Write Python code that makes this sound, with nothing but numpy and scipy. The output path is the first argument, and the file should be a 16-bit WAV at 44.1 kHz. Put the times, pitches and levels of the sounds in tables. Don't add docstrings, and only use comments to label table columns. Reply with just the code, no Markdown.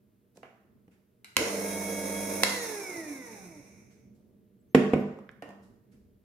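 import sys
import numpy as np
from scipy import signal
from scipy.fft import rfft, irfft, next_fast_len
from scipy.io import wavfile

SR = 44100
rng = np.random.default_rng(int(sys.argv[2]) if len(sys.argv) > 2 else 0)


def dump_mix(stems):
    frames = np.atleast_2d(stems).T
    limited = np.clip(frames, -1, 1)
    pcm = np.round(limited * 32767).astype(np.int16)
    wavfile.write(sys.argv[1], SR, pcm)


def volts_from_decibels(level):
    exponent = np.asarray(level, float) / 20
    return 10 ** exponent


N = 275163
TIME, FAST = np.arange(N) / SR, next_fast_len(N)
HZ = np.maximum(np.fft.rfftfreq(FAST, 1 / SR), 1)
LEFT_RIGHT = np.array([[1], [-1]])
POWER_ON_S, POWER_OFF_S, STOP_S = 1.368, 2.436, 4.35
FULL_HZ = 552.7
# (frequency [Hz], level [dB], time to fall 60 dB [s])
HANDLING_MODES = [(441.4, 6, 0.04), (655, 0, 0.04), (959, -6.5, 0.03)]


def rms_one(x):
    return x / np.sqrt(np.mean(x ** 2) + 1e-20)


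def at_hz(points, hz=HZ):
    point_hz, value = np.transpose(points)
    return np.interp(np.log(hz), np.log(point_hz), value)


def resonance(hz, center_hz, width_hz, power=2):
    return 1 / (1 + (2 * (hz - center_hz) / width_hz) ** power)


def band(x, low_hz, high_hz):
    return signal.sosfilt(signal.butter(3, [low_hz, high_hz], "band", fs=SR, output="sos"), x)


def drift(rate):
    knots = rng.standard_normal(int(N / SR * rate) + 2)
    return np.interp(TIME * rate, np.arange(len(knots)), knots)


def back_in_time(spectrum):
    return irfft(spectrum, FAST)[:, :N]


def stereo_noise():
    # (frequency [Hz], likeness [-1 to 1])
    likeness = [(60, 0.5), (130, 0.87), (290, 0.83), (640, 0.37), (1410, 0.041), (3100, 0.68),
                (6820, -0.13), (15000, -0.48)]
    mid, side = rfft(rng.standard_normal((2, FAST)))
    alike = np.clip(at_hz(likeness), -1, 1)
    return (np.sqrt(1 + alike) * mid + np.sqrt(1 - alike) * side * LEFT_RIGHT) / np.sqrt(2)


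def strike(modes, size, contact_s, lag_s):
    t = TIME[:size]
    late = t + lag_s * LEFT_RIGHT / 2
    rings = 0
    for k, (hz, db, t60) in enumerate(modes):
        level = volts_from_decibels(db + rng.normal(0, 1) - 60 * t / t60)
        rings = rings + (-1) ** k * level * np.sin(2 * np.pi * hz * late)
    return rings * np.minimum(t / contact_s, 1)


def blows(events, modes, ring_db, crack_db, crack_s, rise_s, top_hz, pan_db, slope_db, lag_s=0):
    # (low edge [Hz], high edge [Hz], length [factor], width [factor])
    crack_bands = [(152, 514, 4.6, 0.057), (440, 1154, 2, 0.66), (1250, 2818, 1.126, 1.1),
                   (3620, 12670, 1.36, 0.79)]
    out, size = np.zeros((2, N)), SR // 3
    t = TIME[:size]
    for s, peak_db, thud_db, snap_db, octaves in events:
        levels = [thud_db]
        for low_hz, high_hz, *_ in crack_bands[1:]:
            center = np.log2(low_hz * high_hz / 1e6) / 2
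            levels.append(snap_db - slope_db * abs(center - octaves))
        blow = volts_from_decibels(peak_db + ring_db) * strike(modes, size, rise_s, lag_s)
        for db, (low_hz, high_hz, longer, width) in zip(levels, crack_bands):
            mid, side = rng.standard_normal((2, size))
            noise = rms_one(band(mid + width * side * LEFT_RIGHT, low_hz, high_hz))
            fade = np.exp(-t / (crack_s * longer)) * np.minimum(t / rise_s, 1)
            blow = blow + volts_from_decibels(db + crack_db) * noise * fade
        at = round((s + .0015) * SR)
        out[:, at:at + size] += blow[:, :N - at]
    limits = signal.butter(1, [45, min(top_hz, 20000)], "band", fs=SR)
    return signal.lfilter(*limits, out) * volts_from_decibels(pan_db / 2 * LEFT_RIGHT)


def room_tone():
    # (frequency [Hz], level [dB per Hz])
    air = [(12, -45.5), (20, -10), (60, -9.5), (135, -0.5), (165, -15.5), (195, 5), (265, -8), (479, -10.5),
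           (521, -29), (599, -14.5), (709, -32.5), (1100, -38), (5070, -50), (7950, -51), (13600, -41),
           (16500, -47.5)]
    # (time [s], level [dB])
    air_level = [(0, -64), (1.2, -67), (2.0, -65.5), (3.6, -55), (4.4, -63.5), (5.6, -59.5), (6.24, -66.5)]
    noise = stereo_noise() * volts_from_decibels(at_hz(air))
    low = 1 / (1 + (HZ / 900) ** 4)
    level_db = np.interp(TIME, *np.transpose(air_level)) + 2 * drift(9.1)
    drone = volts_from_decibels(level_db) * rms_one(back_in_time(noise * low)) * volts_from_decibels(-1.2 * LEFT_RIGHT)
    return drone + volts_from_decibels(-79.0) * rms_one(back_in_time(noise * (1 - low)))


def rustling():
    # (time [s], ring [dB], thud [dB], crack [dB], crack pitch [octaves over 1 kHz])
    rubs = [(0.344, -63, -62.5, -57, 2.5), (0.904, -62, -75.5, -58.5, 1.56), (3.898, -53.5, -74, -58, 3),
            (4.139, -62, -61, -63.5, 3.5), (5.475, -61.5, -70, -45, -1.55), (5.618, -58.5, -79.5, -58.5, 3),
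            (5.909, -59.5, -72, -58, 2)]
    # (time [s], ring [dB], thud [dB], crack [dB], pitch [octaves
    # over 1 kHz])
    swishes = [(0.427, -80, -64, -45, 0.65), (5.43, -80, -62, -45, 0), (3.9, -80, -75, -61, 0.7)]
    hands = blows(rubs, HANDLING_MODES, ring_db=-42.0, crack_db=-7.0, crack_s=0.038, rise_s=0.017,
                  top_hz=8930, pan_db=-2.5, slope_db=6.5)
    bristles = blows(swishes, HANDLING_MODES, ring_db=-42.0, crack_db=-7.0, crack_s=0.045, rise_s=0.008,
                     top_hz=3000, pan_db=-2.2, slope_db=12)
    return hands + bristles


def handling():
    # (time [s], ring [dB], thud [dB], crack [dB], crack pitch [octaves over 1 kHz])
    bumps = [(0.369, -76.5, -70, -50, 2), (0.373, -41, -52, -61, -1.5), (0.357, -63, -55, -79, -1.5),
             (0.878, -79, -54.5, -63, 0.5), (5.186, -62.5, -53.5, -47.5, -1), (5.312, -79.5, -74, -62.5, 3),
             (5.488, -54.5, -45.5, -51, 0.96), (5.503, -49, -49.5, -48.5, -0.2)]
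    return blows(bumps, HANDLING_MODES, ring_db=-10, crack_db=0.5, crack_s=0.0025, rise_s=0.00086,
                 top_hz=12000, pan_db=-3.0, slope_db=4.5)


def knock():
    # (time [s], ring [dB], thud [dB], crack [dB], crack pitch [octaves over 1 kHz])
    hits = [
        (0.429, -37, -55, -42, 0.7),
        (0.443, -52.5, -61.5, -55, 0.24),
        (0.451, -46.5, -67, -55, 0.25),
    ]
    # (frequency [Hz], level [dB], time to fall 60 dB [s])
    wood = [(429.4, 2, 0.043), (657, 2, 0.087), (779.6, 0, 0.04), (1157, -8, 0.014), (1550, -6, 0.014),
            (2080, -4, 0.014), (2700, -10, .01)]
    return blows(hits, wood, ring_db=-9.0, crack_db=2.0, crack_s=0.00243, rise_s=0.0004,
                 top_hz=3200, pan_db=-2.0, slope_db=8)


def boom():
    # (time [s], level [dB], frequency [Hz], time to fall 60 dB [s])
    thumps = [
        (0.88, -50.5, 190, .12),
        (1.368, -41, 92, .4),
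        (1.37, -52, 55, .3),
        (4.748, -43, 92, .3),
        (4.935, -42, 92, .3),
        (5.485, -46.5, 199.6, 0.602),
    ]
    out = np.zeros(N)
    for s, db, hz, t60 in thumps:
        t = np.maximum(TIME - s, 0)
        out += volts_from_decibels(db - 60 * t / t60) * np.sin(2 * np.pi * hz * t)
    return out


def press():
    # (time [s], ring [dB], thud [dB], crack [dB], crack pitch [octaves over 1 kHz])
    clicks = [
        (1.243, -32, -66, -36, 1.7),
        (1.356, -44, -80, -60, 1),
    ]
    # (frequency [Hz], level [dB], time to fall 60 dB [s])
    rocker = [(950, -12, .012), (2050, 4, .025), (2350, -3, .03), (2870, 0, .02), (3980, 0, .025),
              (4250, -5, .03), (6300, -14, .008)]
    return blows(clicks, rocker, ring_db=-17.5, crack_db=7.5, crack_s=0.00144, rise_s=0.0015,
                 top_hz=13385, pan_db=-3.0, slope_db=10.5, lag_s=.00006)


def switch():
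    # (time [s], ring [dB], thud [dB], crack [dB], crack pitch [octaves over 1 kHz])
    snaps = [
        (1.365, -10.5, -35.5, -5, 1.692),
        (2.432, -6, -45.5, -4.5, 1.817),
    ]
    # (frequency [Hz], level [dB], time to fall 60 dB [s])
    shell = [(524, -4, 0.05), (972.7, -2.5, 0.03), (2032, 0.5, 0.03), (2197, -2.5, 0.035),
             (2720, -5, 0.017), (3360, 2, 0.013), (3950, 5.5, 0.012), (4416, 4, 0.012), (5280, 1, 0.02)]
    return blows(snaps, shell, ring_db=-12.5, crack_db=8.5, crack_s=0.001198, rise_s=0.0012,
                 top_hz=13400, pan_db=-3.0, slope_db=11.5, lag_s=.00008)


def slot_rate():
    pull_s, settle_hz, settle_s = .052, 27, .2
    drag_s, friction_hz = 2.25, 470
    on, off = np.maximum(TIME - POWER_ON_S, 0), np.maximum(TIME - POWER_OFF_S, 0)
    settling = settle_hz * np.exp(-on / settle_s)
    pulling = (FULL_HZ - settle_hz) * np.exp(-on / pull_s)
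    powered = FULL_HZ - settling - pulling
    return np.maximum((powered + friction_hz) * np.exp(-off / drag_s) - friction_hz, 1)


def slot_whine(slot_hz, turns, driven):
    # (multiple of rotor speed, driven level [dB over noise], coasting level [dB over noise])
    tones = [(1, -8, -30), (4, -28, -30), (6, -25, -30), (8, -32, -28), (10, -21, -24), (12, -13, -10),
             (13, -24, -22), (16, -30, -22), (20, -19, -30), (24, -19, -12), (36, -11, -26), (48, -16, -7),
             (60, -15, -30), (72, -2, -6), (84, -15, -24), (96, -14, -6), (108, -19, -26), (120, -19, -24),
             (132, -19, -30), (141, -14, -30), (144, -22, -16), (156, -20, -22), (168, -22, -10),
             (192, -18, -16), (216, -10, -24), (240, -13, -17), (252, -19, -30), (264, -19, -20),
             (288, -21, -20), (312, -12, -22), (336, -15, -30)]
    # (frequency [Hz], width [Hz], rise [dB])
    panels = [(180, 55, 13), (245, 35, -11), (290, 25, 5), (340, 35, 8), (385, 25, -6), (430, 35, 6),
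              (560, 70, -5), (640, 50, 5), (720, 60, -7), (800, 50, 6), (860, 40, -5), (930, 50, 5),
              (1080, 120, -7), (1330, 200, -8), (1720, 160, -5), (2080, 350, 2), (2600, 350, -7),
              (4500, 400, -8), (5300, 600, 5), (6000, 600, -14)]
    # (frequency [Hz], level [dB])
    radiation = [(130, -4), (190, 6), (290, 9), (400, 1), (850, -2), (1200, -11), (1550, -2), (2000, 6),
                 (2700, -7), (3400, -1), (5500, 3), (9000, 0)]
    whine_db, coasting_wobble_db, driven_wobble_db = -3, 2.0, 2.5
    blur_db = 3
    run = slice(round(1.36 * SR), round(STOP_S * SR))
    power = driven[run]
    wobble_db = coasting_wobble_db + (driven_wobble_db - coasting_wobble_db) * power
    whine = np.zeros((2, N))
    for order, driven_db, coasting_db in tones:
        level_db = whine_db + coasting_db + (driven_db - coasting_db) * power
        level_db = level_db + wobble_db * drift(22.057)[run]
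        tone_hz = order * slot_hz[run] / 12 + 1
        panels_db = sum(db * resonance(tone_hz[::64], hz, width) for hz, width, db in panels)
        level_db = level_db + np.repeat(panels_db, 64)[:len(tone_hz)]
        level_db = level_db + blur_db * order / 100 * np.log2(slot_hz[run] / FULL_HZ)
        gain = volts_from_decibels(level_db + at_hz(radiation, tone_hz))
        apart = rng.normal(0, min(order / 150, .8), (2, 1))
        whine[:, run] += np.sqrt(2) * gain * np.sin(2 * np.pi * order * turns[run] + apart)
    return whine


def loudness(slot_hz, driven, full_db, per_halving_db, current_db, surge_db, surge_s):
    surge = surge_db * np.exp(-np.maximum(TIME - POWER_ON_S, 0) / surge_s)
    return volts_from_decibels(full_db + per_halving_db * np.log2(slot_hz / FULL_HZ) + driven * (current_db + surge))


def motor():
    # (frequency [Hz], level [dB per Hz])
    housing = [(24, -47), (40, -22.5), (427, -4), (933, -13.5), (1030, -13), (1840, -19), (2200, -12),
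               (3050, -26.5), (3730, -26.5), (6330, -13.5), (7370, -23), (8790, -14), (14200, -21),
               (15300, -28.5), (16500, -47)]
    # (frequency [Hz], width [Hz], rise [dB], negative for a
    casting = [(196.8, 6, 5), (150, 60, -6), (446, 170, 3), (634.1, 160, 7), (905, 56, 7), (1982, 340, 0.5),
               (3783, 570, 5), (5450, 610, 4), (6450, 320, 2), (8670, 260, -1), (10350, 970, 3.5),
               (3100, 540, -12.5), (4693, 620, -10), (1300.8, 1300, -2), (2340, 900, 4)]
    # (frequency [Hz], left minus right [dB])
    lean = [(60, -2.5), (130, 0), (290, -2.5), (640, -4.5), (1410, 1), (3100, -5), (6820, -2),
            (15000, -8.5)]
    # (frequency [Hz], width [Hz], share [dB])
    chute_bands = [(2306, 700, -0.5), (6000, 1300, -4)]
    slot_hz = slot_rate()
    rotor_hz = slot_hz / 12
    turns = np.cumsum(rotor_hz) / SR + .0006 * drift(45)
    driven = np.clip((POWER_OFF_S - TIME) / 0.0017, 0, 1)
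    settled = volts_from_decibels(-17 * np.clip((1.72 - TIME) / 0.59, 0, 1)) * np.clip(rotor_hz / 6 - 1.2, 0, 1)
    whine = settled * slot_whine(slot_hz, turns, driven)
    beat = 1 + 0.12 * np.sin(2 * np.pi * turns) + 0.083 * driven * np.sin(2 * np.pi * 74.0 * TIME)
    brushes = back_in_time(stereo_noise()) * beat * volts_from_decibels(1.4 * drift(30))
    body_db = at_hz(housing) + sum(db * resonance(HZ, hz, width) for hz, width, db in casting)
    body = rfft(brushes + whine, FAST) * volts_from_decibels(body_db + at_hz(lean) * LEFT_RIGHT / 2)

    low, top = 1 / (1 + (HZ / 820) ** 8), 1 / (1 + (8100 / HZ) ** 6)
    chute = sum(min(volts_from_decibels(db), 1) * resonance(HZ, hz, width, 4) for hz, width, db in chute_bands)
    chute = (1 - low - top) * chute
    middle = 1 - low - top - chute
    rumble, hiss, sing, sizzle = (rms_one(back_in_time(body * part)) for part in (low, middle, chute, top))
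    rumble = rumble * loudness(slot_hz, driven, full_db=-42.5, per_halving_db=9, current_db=3.5,
                               surge_db=31.5, surge_s=0.0548)
    hiss = hiss * loudness(slot_hz, driven, full_db=-44.5, per_halving_db=10.7, current_db=-1.5,
                           surge_db=12, surge_s=0.1322)
    sing = sing * loudness(slot_hz, driven, full_db=-47.5, per_halving_db=7, current_db=-0.5,
                           surge_db=9.5, surge_s=0.0726)
    sizzle = sizzle * loudness(slot_hz, driven, full_db=-45, per_halving_db=12.5, current_db=-0.5,
                               surge_db=5, surge_s=0.0053)
    running = np.clip((TIME - POWER_ON_S) / 0.0048, 0, 1) * (TIME < STOP_S)
    return running * (rumble + hiss + sing + sizzle)


def hum():
    # (frequency [Hz], level [dB rms])
    tones = [(99.9, -57.5), (199.8, -40.5), (299.7, -49.5), (399.6, -58), (467.0, -52), (516.0, -51),
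             (598.5, -49), (651.4, -47), (700.0, -59)]
    swell = np.clip((TIME - POWER_ON_S) / 0.17, 0, 1) * volts_from_decibels(-80 * np.maximum(TIME - POWER_OFF_S, 0))
    lines = np.zeros(N)
    for hz, db in tones:
        lines += volts_from_decibels(db + 0.84 * drift(9.9)) * np.sin(2 * np.pi * hz * TIME + rng.uniform(0, 6))
    return np.sqrt(2) * swell * lines * volts_from_decibels(-1.2 * LEFT_RIGHT)


def shudder():
    # (time [s], peak level [dB])
    rattles = [(1.41, -32.5), (1.439, -42.5), (1.471, -37.5), (1.542, -35), (1.586, -35), (1.644, -35)]
    # (frequency [Hz], level [dB], time to fall 60 dB [s])
    loose_parts = [(442.27, 9.5, 0.21), (594.8, 9, 0.1), (510, -16, 0.036), (2010, -5, 0.025)]
    out, size = np.zeros((2, N)), SR // 8
    for s, peak_db in rattles:
        out[:, round(s * SR):][:, :size] += volts_from_decibels(peak_db - 6.5) * strike(loose_parts, size, .0005, 0)
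    return out


def approach():
    start_s, end_s, end_db, swell_db_per_s = *(5, 4.5, -64.5, 25),
    scrape = rms_one(band(rng.standard_normal((2, N)), 400, 1250))
    level_db = end_db + swell_db_per_s * np.minimum(TIME - end_s, 0) + 3.4 * drift(34)
    return scrape * volts_from_decibels(level_db) * (TIME > start_s) * (TIME < end_s)


def squeaks():
    # (time [s], level [dB], start [Hz], fall [Hz], length [s])
    whistles = [(4.595, -82, 8000, 600, .03), (4.685, -82, 6250, -200, .05), (4.705, -76, 12800, 300, .04),
                (4.96, -70, 12900, 1500, .085)]
    out = np.zeros(N)
    for s, db, hz, fall_hz, length in whistles:
        part = np.clip((TIME - s) / length, 0, 1)
        cycles = np.cumsum(hz - fall_hz * part ** 2) / SR
        out += volts_from_decibels(db) * np.sin(np.pi * part) * np.sin(2 * np.pi * cycles)
    return out


def cup():
    # (time [s], ring [dB], thud [dB], crack [dB], crack pitch [octaves over 1 kHz])
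    first_hits = [
        (4.7445, -34, -36, -36, .6),
        (4.7463, -1.5, -34, -24.5, .9),
    ]
    # (frequency [Hz], level [dB], time to fall 60 dB [s])
    first_modes = [(262, 4, 0.07), (151, -8, 0.22), (428, 6, 0.05), (198, -6, 0.3), (345, 2, .035),
                   (515, -14, .2), (365, -10, .3), (781, -14, 0.1), (598, -11, .12), (1110, -11, .05),
                   (684, -10, .04), (1900, -9, .03), (5500, -35, .18), (5590, -33, 0.08)]
    # (time [s], ring [dB], thud [dB], crack [dB], crack pitch [octaves over 1 kHz])
    second_hits = [
        (4.9315, -36, -38, -36, .4),
        (4.9335, -5, -36, -31, 0.42),
    ]
    # (frequency [Hz], level [dB], time to fall 60 dB [s])
    second_modes = [(245, 5, 0.05), (151, -9, 0.3), (428, 4, 0.05), (199, -6, 0.3), (320, 2, .035),
                    (540, -14, .25), (360, -12, .3), (775, -12, .05), (608, -8, .08), (1160, -18, .04),
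                    (1500, -20, .06), (2500, -26, .04), (5500, -44, .2)]
    first = blows(first_hits, first_modes, ring_db=-12.5, crack_db=7.5, crack_s=0.00484, rise_s=0.0007,
                  top_hz=6500, pan_db=-2.5, slope_db=6.0, lag_s=0.0000018)
    second = blows(second_hits, second_modes, ring_db=-12.5, crack_db=7, crack_s=0.00447, rise_s=0.0007,
                   top_hz=6500, pan_db=-2.0, slope_db=8.5, lag_s=-0.000037)
    return first + second


def tick():
    # (time [s], ring [dB], thud [dB], crack [dB], crack pitch [octaves over 1 kHz])
    taps = [(5.29, -31, -61, -55, 0.61)]
    # (frequency [Hz], level [dB], time to fall 60 dB [s])
    tap_modes = [(1126, -8, 0.0106), (1634, 2, 0.0121), (2298, -6.5, 0.0083), (3300, -11.5, 0.0094),
                 (5220, -22, 0.013)]
    return blows(taps, tap_modes, ring_db=-6, crack_db=11.0, crack_s=0.0018, rise_s=0.000184,
                 top_hz=5860, pan_db=-4.5, slope_db=10.0)


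def brush():
    # (time [s], ring [dB], thud [dB], crack [dB], crack pitch [octaves over 1 kHz])
    clacks = [(5.421, -26.5, -47, -38.5, 0)]
    # (frequency [Hz], level [dB], time to fall 60 dB [s])
    handle = [(450, -3, .03), (700, 1, .04), (1000, 1, .03), (1350, -8, .03), (1830, -11, .12),
              (1920, -14, .1), (2740, -14, .14), (2890, -16, .1), (3080, -20, .06), (4845, -22, .05),
              (6000, -24, .02)]
    return blows(clacks, handle, ring_db=-13.5, crack_db=3.5, crack_s=0.00286, rise_s=0.00041,
                 top_hz=11900, pan_db=-2.5, slope_db=6)


def gust():
    middle_s, level_db, length_s = *(6.08, -63.5, 0.112),
    puff = rms_one(band(rng.standard_normal(N), 35, 120))
    return volts_from_decibels(level_db) * puff * np.exp(-((TIME - middle_s) / length_s) ** 2) * volts_from_decibels(2.5 * LEFT_RIGHT)


def kitchen(x):
    # (frequency [Hz], time to fall 60 dB [s])
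    echo_times = [(85, 0.71), (170, 0.61), (340, 0.6), (680, 0.65), (1350, 0.822), (2700, 0.6),
                  (5400, 0.74), (11000, 0.45)]
    size, echo = 3 * SR // 4, 0
    t = TIME[:size]
    for low_hz in 60 * 2.0 ** np.arange(8):
        alike = np.clip(1.05 - low_hz / 1500, 0, .97)
        mid, side = band(rng.standard_normal((2, size)), low_hz, 2 * low_hz)
        pair = np.sqrt(1 + alike) * mid + np.sqrt(1 - alike) * side * LEFT_RIGHT
        echo = echo + pair * volts_from_decibels(-60 * t / at_hz(echo_times, low_hz * np.sqrt(2)))
    echo = echo * np.minimum(t / 0.0032, 1)
    echo = echo / np.sqrt(np.sum(echo ** 2) / 2)
    return signal.fftconvolve(x, echo, axes=1)[:, :N]


def scene():
    rustles, bumps, knocks = rustling(), handling(), knock()
    pressing, snaps = press(), switch()
    grinder = motor() + hum() + shudder()
    cup_hits, ticks, brush_hit = cup(), tick(), brush()
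    small = volts_from_decibels(-6.5) * (bumps + rustles) + volts_from_decibels(-5.5) * knocks + volts_from_decibels(-3.0) * brush_hit
    small = small + volts_from_decibels(-8) * ticks + volts_from_decibels(-0.5) * pressing
    echoes = kitchen(volts_from_decibels(-9.0) * grinder + volts_from_decibels(-4.0) * snaps + volts_from_decibels(-5.5) * cup_hits + small)
    near = grinder + pressing + snaps + cup_hits + bumps + knocks + brush_hit + ticks + rustles
    near = near + boom() + approach()
    return near + echoes + room_tone() + gust() + squeaks()


def roll_off(x):
    return signal.sosfilt(signal.butter(12, 16800, fs=SR, output="sos"), x)


def record(dry):
    mix = signal.sosfilt(signal.butter(2, 45, "high", fs=SR, output="sos"), dry)
    mix = signal.sosfilt(signal.cheby2(12, 60, 17200, fs=SR, output="sos"), mix)
    return roll_off(mix)


dry = scene()
out = record(dry)
dump_mix(out)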